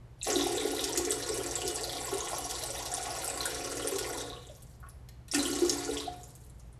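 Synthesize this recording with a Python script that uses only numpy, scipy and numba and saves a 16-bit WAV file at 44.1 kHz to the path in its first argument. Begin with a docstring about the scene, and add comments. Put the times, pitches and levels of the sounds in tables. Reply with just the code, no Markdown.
"""A thin stream into a toilet bowl

The stream falls into the water for four seconds, dribbles out and returns in one short spurt. It splashes
and traps bubbles, each an oscillator whose pitch is lower the larger it is; the big ones gurgle in the
resonances of the bowl and a small tiled room. Foam fizzes after each pour, a few drips fall, and a
ventilation fan hums throughout."""
import sys
import numpy as np
from scipy import signal
from scipy.fft import rfft, irfft, next_fast_len
from scipy.io import wavfile
from scipy.ndimage import uniform_filter1d
from numba import njit

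SR = 44100
rng = np.random.default_rng(int(sys.argv[2]) if len(sys.argv) > 2 else 0)


def wav_out(sig):
    """Save sig, one row per channel (or a flat mono array), as 16-bit PCM at SR to the path in sys.argv[1]."""
    wavfile.write(sys.argv[1], SR, np.round(np.clip(np.atleast_2d(sig).T, -1, 1) * 32767).astype(np.int16))


N = 299439
TIME = np.arange(N) / SR

# The two pours. Each row: times of first drops, full stream and break-up in seconds, spray level and
# opening surge in dB, sag and final fade in dB per second, starting cavity pitch in Hz, time before the
# froth thins and longest dribble in seconds.
POURS = [(0.177, 0.28, 4.195, -39.5, 6, 0.5, 133, 346.4, 0.43, 0.42),
         (5.297, 5.349, 6.02, -37, 2, 10, 268, 306.5, 0.36, 0.1)]
# Deep plunges that each trap one large bubble. Each row: start in seconds, relative peak level in dB,
# pitch in Hz, swell of the gurgle in dB.
PLUNGES = [(0.352, -18.5, 353, 4), (0.648, -17, 417, -0.5), (0.974, -22, 349, 3), (1.069, -20.5, 423, 4),
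           (1.297, -22, 420, 3.5), (1.38, -24, 406, 3.5), (1.64, -28, 371, 5.5), (2.124, -19.5, 395, 4),
           (3.844, -22.5, 426, -0.5), (3.922, -21.5, 380, -1.5), (5.345, -17, 295.2, -0.5),
           (5.496, -22, 291, -0.5), (5.616, -14, 349, 4), (5.887, -19.5, 433, 4.5)]
# Drops that each trap one ringing bubble. Each row: start in seconds, relative peak in dB, pitch in Hz.
PLINKS = [(0.2139, -34.5, 3780), (0.2197, -41, 2640), (0.2303, -21.5, 7530), (0.33, -21.5, 6700),
          (0.358, -21.5, 3760), (0.41, -22, 3640), (0.5807, -25, 3630), (0.7933, -24, 3640),
          (0.9608, -25, 7290), (1.1067, -15, 7980), (1.29, -25.5, 8200), (1.555, -19, 7620),
          (1.758, -22, 7740), (1.841, -29, 4140), (2.2062, -23.5, 6600), (2.384, -24.5, 10700),
          (2.9395, -19, 9100), (3.082, -34, 803), (3.2784, -21.5, 8100), (3.4063, -24.5, 4080),
          (3.454, -31.5, 1590), (3.8735, -19, 9050), (4.3196, -46, 1110), (4.3625, -48.5, 1120),
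          (4.495, -43, 594), (5.314, -25.5, 5470), (5.326, -27, 8800), (5.3935, -26, 4000),
          (5.4547, -27.5, 3120), (5.912, -34.5, 3730), (6.075, -29.5, 729), (6.233, -38, 7000)]
# Water landing with a smack. Each row: start in seconds, peak in dB, centre in Hz, width in octaves.
SMACKS = [(0.269, -27.5, 824, 0.52), (0.464, -27, 720, 0.2), (0.84, -20.5, 5670, 1.3),
          (0.974, -16.5, 6000, 1.3), (1.341, -26.5, 8600, 0.64), (1.677, -20, 7250, 1.2),
          (2.116, -33, 1000, 0.38), (2.331, -23.5, 817, 0.23), (2.510, -25, 5740, 1.4),
          (2.636, -23, 6000, 2.1), (3.244, -23.5, 9200, 0.7), (3.455, -19.5, 8500, 0.69),
          (3.984, -20.5, 8600, 3.6), (4.828, -45, 1230, 0.43), (4.839, -43.5, 1200, 0.7),
          (4.865, -50, 1480, 1.2), (4.887, -42, 10500, 0.22), (5.087, -42.5, 4200, 3),
          (5.281, -37, 7900, 3.8), (5.336, -25.5, 1500, 3.1), (5.345, -15, 5660, 1.38),
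          (5.347, -24, 2040, 0.57), (5.512, -29, 6840, 0.57), (5.695, -13.5, 6150, 0.65),
          (6.464, -50, 7950, 1.4), (6.596, -48, 7000, 1), (6.727, -52, 8900, 0.38)]

OPENING_S, PLUNGE_S = 0.12, 0.033  # decay time of a pour's opening surge; swell time of a plunge


def gurgle(room, rate, spread_db, scatter, cycles, stray_db):
    """Minnaert resonance: large bubbles ring low, half near the cavity pitch, half weaker and astray."""
    start, place, deviate, size = random_grains(rate, spread_db)
    stray = np.arange(len(start)) % 2 == 0
    clustered_hz = np.interp(start, TIME, cavity_pitch()) * np.exp(scatter * deviate)
    hz = np.where(stray, 260 + 300 * place, clustered_hz)
    size = size * np.where(stray, undb(stray_db), 1)
    grains = bubbles(N, start, hz, np.full(len(hz), float(cycles)), size, glide=0.38)
    plunging_db = sum(db * swell(s - PLUNGE_S / 2, PLUNGE_S) for s, _, _, db in PLUNGES)
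    return cloud(grains, stirring(column=1, surge_db=1) * undb(plunging_db - 1), room)


def cavity_pitch(shallow_hz=445.6, climb_s=0.82, dip=0.067):
    """Pitch follows depth: it climbs as the cavity dug by the stream gets shallower; plunges lower it."""
    hz = np.full(N, shallow_hz)
    for first, full, *_, deep_hz, _, _ in POURS:
        climbing_hz = shallow_hz + (deep_hz - shallow_hz) * np.exp(-since(full) / climb_s)
        hz = np.where(TIME >= first, climbing_hz, hz)
    plunging = np.max([swell(s, PLUNGE_S) for s, *_ in PLUNGES], axis=0)
    return hz * (1 - dip * plunging)


def stirring(column, surge_db, dig_s=0.031, settle_db_per_s=70):
    """Excitation and decay: a gain that surges as the stream digs its cavity and settles at break-up."""
    # Bubble activity round the cavity, one list per pour. Each row: time in seconds, then relative
    # levels of gurgle, churn and babble in dB.
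    cavity = [
        [(0.5, -33.5, -47.5, -48), (0.75, -36, -47, -50.5), (1.16, -41.5, -51, -48), (1.84, -43, -47.5, -53.5),
         (2.27, -47, -46, -49), (2.73, -47.5, -48, -54.5), (3.01, -48.5, -43, -48.5), (3.95, -37.5, -53, -48),
         (4.09, -40.5, -46.5, -50), (4.2, -40.5, -48.5, -50)],
        [(5.5, -35, -53.5, -50.5), (5.828, -40, -49, -49), (6.05, -46.5, -51, -55)],
    ]
    gain = 0
    for (_, full, stop, *_), rows in zip(POURS, cavity):
        rows = np.array(rows)
        db = np.interp(TIME, rows[:, 0], rows[:, column]) + surge_db * np.exp(-since(full) / OPENING_S)
        gain += rise(full - dig_s, dig_s) * undb(db - settle_db_per_s * since(stop))
    return gain


def spray(room, ping_db, spatter_db=-17, spatter_s=0.0052):
    """Impact excitation: each bead throws a burst of crackle, small bubbles ping, sharp drops spatter."""
    # Spectrum of the spray. Each row: frequency in Hz, relative gain in dB.
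    spray_colour = [(1180, -18.5), (2000, 7.5), (2210, -4.5), (2530, -8.5), (3490, 1), (4310, -0.5),
                    (5990, 1), (6580, -1.5), (7940, 1.5), (8650, -2), (9880, -1), (13000, -11)]
    patter = crackle(rate=12000, spread_db=7.5, cycles=7.8)
    patter *= beads(rate=125, spread_db=2.0, decay_s=0.0022, steady=0.089)
    pings = crackle(rate=800, spread_db=5.5, cycles=21.0)
    grains = level(patter, 0) + level(pings, ping_db)
    spatter = sum(undb(db + spatter_db) * swell(s, spatter_s)
                  for s, db, hz, *_ in PLINKS + SMACKS if hz > 3000)
    return cloud(colour(grains, spray_colour), np.hypot(flow(), spatter), room)


def flow():
    """Amplitude envelope of the stream: each pour opens with a surge, sags and fades at break-up."""
    gain = 0
    for first, full, stop, db, surge_db, sag, fade, *_ in POURS:
        opening_db = surge_db * np.exp(-since(full) / OPENING_S)
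        gain += rise(first, full - first) * undb(db + opening_db - sag * since(full) - fade * since(stop))
    return gain


def crackle(rate, spread_db, cycles):
    """Resonance at small scale: tiny bubbles and droplets ring briefly, spread evenly over the treble."""
    start, place, deviate, size = random_grains(rate, spread_db)
    hz = 2200 + 11300 * place
    ring_cycles = cycles * np.exp(deviate / 2) + 1
    return bubbles(N, start, hz, ring_cycles, size * np.sqrt(hz / ring_cycles), glide=0.05)


def beads(rate, spread_db, decay_s, steady):
    """Shot noise as an envelope: abrupt random bursts decay and add in power over a steady floor."""
    start, _, _, size = random_grains(rate, spread_db)
    hits = np.bincount((start * SR).astype(int), (size / size.mean()) ** 2, N)[:N]
    power = signal.lfilter([1], [1, -np.exp(-2 / (decay_s * SR))], hits)
    return np.sqrt(steady ** 2 + power)


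def drops(room, glug_db, glug_cycles, plink_db, plink_cycles, smack_s=0.0013):
    """Transients: trapped bubbles ring freely as glugs and plinks; impacts smack as bursts of noise."""
    out, t = np.zeros(N), TIME[:SR // 20]
    for s, db, hz, _ in PLUNGES:
        add(out, s, db + glug_db, lone_bubble(hz, glug_cycles, glide=0.091), room)
    for s, db, hz in PLINKS:
        add(out, s, db + plink_db, lone_bubble(hz, plink_cycles, glide=0.031), room)
    for s, db, hz, octaves in SMACKS:
        edges_hz = np.clip(hz * 2 ** (np.array([-1, 1]) * octaves / 2), 100, 0.45 * SR)
        band = signal.butter(2, edges_hz, "band", fs=SR, output="sos")
        noise = signal.sosfilt(band, rng.standard_normal(len(t)))
        add(out, s, db, noise * t * np.exp(-t / smack_s), room)
    return out


def churn(room, rate, spread_db, cycles):
    """Volume pulsation: middle-sized bubbles ring as they tumble in the water around the cavity."""
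    start, place, deviate, size = random_grains(rate, spread_db)
    hz = 760 * np.exp(0.15 * deviate)
    grains = bubbles(N, start, hz, cycles * (0.5 + place), size, glide=0.28)
    return cloud(grains, stirring(column=2, surge_db=9) * undb(2), room)


def babble(room, rate, spread_db, cycles):
    """Pitch varies inversely with radius: small bubbles stirred in with the spray ring above the churn."""
    start, place, deviate, size = random_grains(rate, spread_db)
    hz = 1000 + 1550 * place
    grains = bubbles(N, start, hz, cycles * np.exp(0.3 * deviate), size * np.sqrt(hz), glide=0.026)
    return cloud(grains, stirring(column=3, surge_db=5.5) * undb(0.5), room)


def dribble(room, cycles, scatter, spread_db, hz=3670, db=-34, fade_db_per_s=42):
    """Jet break-up: each pour ends in a row of similar drops that ring ever more faintly."""
    lead_s, gap_s = 0.05, 0.031  # head start on the break-up; time between drops
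    out = np.zeros(N)
    for _, _, stop, *_, dribble_s in POURS:
        for k, (late, sharp, loud) in enumerate(rng.standard_normal((12, 3))):
            age = (k + late / 8) * gap_s
            if age < dribble_s:
                ring = lone_bubble(hz * np.exp(scatter * sharp), cycles, glide=0.07)
                add(out, stop - lead_s + age, db - fade_db_per_s * age + spread_db * loud, ring, room)
    return out


def foam(room, db=-59.5, rise_s=0.13, fade_db_per_s=57):
    """Film rupture: the froth left by each pour bursts in fine ticks, lasts a moment and thins out."""
    # Spectrum of the fizz. Each row: frequency in Hz, relative gain in dB.
    foam_colour = [(1180, -51), (2000, -26), (3330, -4), (4280, -1.5), (6030, 0), (7170, 4), (13000, 0)]
    grains = crackle(rate=1700, spread_db=5.0, cycles=9.9)
    grains *= beads(rate=57, spread_db=10.0, decay_s=0.006, steady=0.31)
    froth = sum(rise(stop, rise_s) * undb(db - fade_db_per_s * since(stop + froth_s))
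                for _, _, stop, *_, froth_s, _ in POURS)
    return cloud(colour(grains, foam_colour), froth, room)


def bathroom(early_db, early_t60_s, tail_db, t60_s, treble_t60_s, tail_hz):
    """Impulse response: direct sound, early reflections in the bowl, a tail off the tiles, and modes."""
    # Normal modes of bowl and room. Each row: frequency in Hz, bandwidth in Hz, gain in dB.
    modes = [(287.4, 4.65, 22.5), (353, 7.7, 14.5), (392.9, 13, 9.5), (436, 3.25, 13), (489.8, 4.6, 15),
             (562.4, 8.3, 12), (720, 4, 20), (777, 88, 8.5), (847, 28, 7.5), (1110, 11, 18),
             (1362, 13, 14.5), (1448.5, 17, 19.5), (1839, 24.6, 11.5), (2930, 5, 16), (3642, 42, -8)]
    t = TIME[:SR * 3 // 4]
    noise = highpass(rng.standard_normal(len(t)), tail_hz)
    treble = highpass(noise, 6000, order=1)
    early = noise * undb(-60 * t / early_t60_s) * (1 - np.exp(-t / 0.008))
    tail = (noise - treble) * undb(-60 * t / t60_s) + treble * undb(-60 * t / treble_t60_s)
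    tail *= 1 - np.exp(-t / 0.0048)
    response = undb(early_db) * early / np.linalg.norm(early)
    response += undb(tail_db) * tail / np.linalg.norm(tail)
    for hz, width, db in modes:
        ring = np.exp(-np.pi * width * t) * np.sin(2 * np.pi * hz * t)
        response += undb(db) * 2 * np.pi * width / SR * ring
    response[0] += 1  # direct sound
    return highpass(response, hz=245, order=6)  # the bowl is too small to radiate bass


def fan():
    """Broadband and tonal noise: a ventilation fan gives soft rumble and air, with wavering hum lines."""
    # Spectrum of the moving air. Each row: frequency in Hz, relative gain in dB.
    fan_colour = [(13, -60), (22, -32), (48, -8), (69, -6), (91, -14.5), (125, -11), (264, -28), (301, -26),
                  (671, -31.5), (727, -31.5), (975, -34.5), (1340, -39.5), (2120, -41.5), (2550, -45.5),
                  (13000, -57)]
    # Duct, shaft and mains tones. 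Each row: frequency in Hz, rms level in dB.
    hum_lines = [(31.5, -68), (58.8, -57), (120, -56.5)]
    out = level(colour(rng.standard_normal(N), fan_colour), db=-52.5)
    for hz, db in hum_lines:
        tone = np.sin(2 * np.pi * hz * TIME + 0.085 * walk(rate=3.55))
        out += level(tone * undb(0.46 * walk(rate=7)), db)
    return out


@njit
def bubbles(length, start, hz, cycles, size, glide):
    """Damped oscillators: each swells as its bubble closes, then dies, rising in pitch near the surface."""
    out = np.zeros(length)
    for k in range(len(start)):
        life, first, phase = cycles[k] * SR / hz[k], int(start[k] * SR), 0.
        for i in range(min(int(life), length - first)):
            age = i / life
            phase += 2 * np.pi * min(hz[k] * (1 + glide * age), 0.45 * SR) / SR
            out[first + i] += size[k] * np.sin(phase) * np.exp(-8 * age) * (1 - np.exp(-9 * age)) ** 2
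    return out


def lone_bubble(hz, cycles, glide):
    """Free oscillation of a single bubble."""
    return bubbles(SR // 5, np.zeros(1), np.full(1, float(hz)), np.full(1, float(cycles)),
                   np.ones(1), glide)


def random_grains(rate, spread_db):
    """Independent events: start times, a uniform place 0-1, a normal deviate and heavy-tailed sizes."""
    u = rng.random((int(rate * N / SR), 5))
    deviate = np.sqrt(-2 * np.log(1 - u[:, 2])) * np.cos(2 * np.pi * u[:, 3])
    rarity = -np.log(u[:, 4] + 0.01)
    return u[:, 0] * N / SR, u[:, 1], deviate, undb(spread_db * rarity)


def cloud(grains, gain, room):
    """Power normalisation: the rms level of the grains in the room follows the given gain."""
    power = uniform_filter1d(echo(grains, room) ** 2, size=3500)
    rms = np.sqrt(np.maximum(power, 0) + power.mean() / 1000)
    return echo(grains * gain / rms, room)


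def echo(x, room):
    """Reverberation by convolution with the impulse response."""
    return signal.oaconvolve(x, room)[:N]


def add(out, s, db, sound, room):
    """Superposition: one short sound joins the mix, reverberated, at a given peak level."""
    first = int(s * SR)
    heard = signal.fftconvolve(sound, room)[:N - first]
    out[first:first + len(heard)] += undb(db) * heard / np.abs(heard).max()


def colour(x, points):
    """Spectral shaping by (Hz, dB) points, joined on a logarithmic frequency axis."""
    hz, db = np.transpose(points)
    size = next_fast_len(N)
    bins_hz = np.maximum(np.fft.rfftfreq(size, 1 / SR), 1)
    gain = undb(np.interp(np.log(bins_hz), np.log(hz), db))
    return irfft(rfft(x, size) * gain, size)[:N]


def highpass(x, hz, order=2):
    """Butterworth high-pass."""
    return signal.sosfilt(signal.butter(order, hz, "high", fs=SR, output="sos"), x)


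def walk(rate):
    """Random modulation: ramps to a new value every 1 / rate seconds, with a spread near 1."""
    hold = max(int(SR / rate), 2)
    steps = np.repeat(rng.standard_normal(N // hold + 1), hold)
    return 1.2 * uniform_filter1d(steps, hold)[:N]


def since(s):
    """Seconds elapsed since a moment, 0 before it."""
    return np.maximum(TIME - s, 0)


def rise(s, length_s):
    """Quadratic onset from 0 to 1."""
    return np.minimum(since(s) / length_s, 1) ** 2


def swell(s, length_s):
    """Critically damped pulse that reaches 1 after its swell time."""
    age = since(s) / length_s
    return age * np.exp(1 - age)


def undb(db):
    """Decibels to amplitude gain."""
    return 10 ** (np.asarray(db) / 20)


def level(x, db):
    """Scaling to an rms level."""
    return x * undb(db) / np.sqrt(np.mean(x ** 2))


def scene():
    """Superposition of water and fan, alike in both channels; single drops sound drier than the stream."""
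    room = bathroom(early_db=-1.5, early_t60_s=0.03, tail_db=-5.0, t60_s=0.53,
                    treble_t60_s=0.097, tail_hz=517)
    near = bathroom(early_db=-5, early_t60_s=0.021, tail_db=-4.5, t60_s=0.43,
                    treble_t60_s=0.11, tail_hz=517)
    water = gurgle(room, rate=480, spread_db=1.5, scatter=0.11, cycles=16.8, stray_db=-4.5)
    water += churn(room, rate=350, spread_db=5.5, cycles=20.1)
    water += babble(room, rate=600, spread_db=4.5, cycles=8.4)
    water += spray(room, ping_db=-2) + foam(room)
    water += dribble(room, cycles=19, scatter=0.072, spread_db=4.0)
    water += drops(near, glug_db=-5.5, glug_cycles=21.3, plink_db=1, plink_cycles=23)
    return np.tile(water + fan(), (2, 1))


def record(dry):
    """Band limiting: a steep elliptic low-pass cuts the treble above 13.1 kHz."""
    return signal.sosfilt(signal.ellip(10, 0.2, 75, 13100, fs=SR, output="sos"), dry)


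dry = scene()
out = record(dry)
wav_out(out)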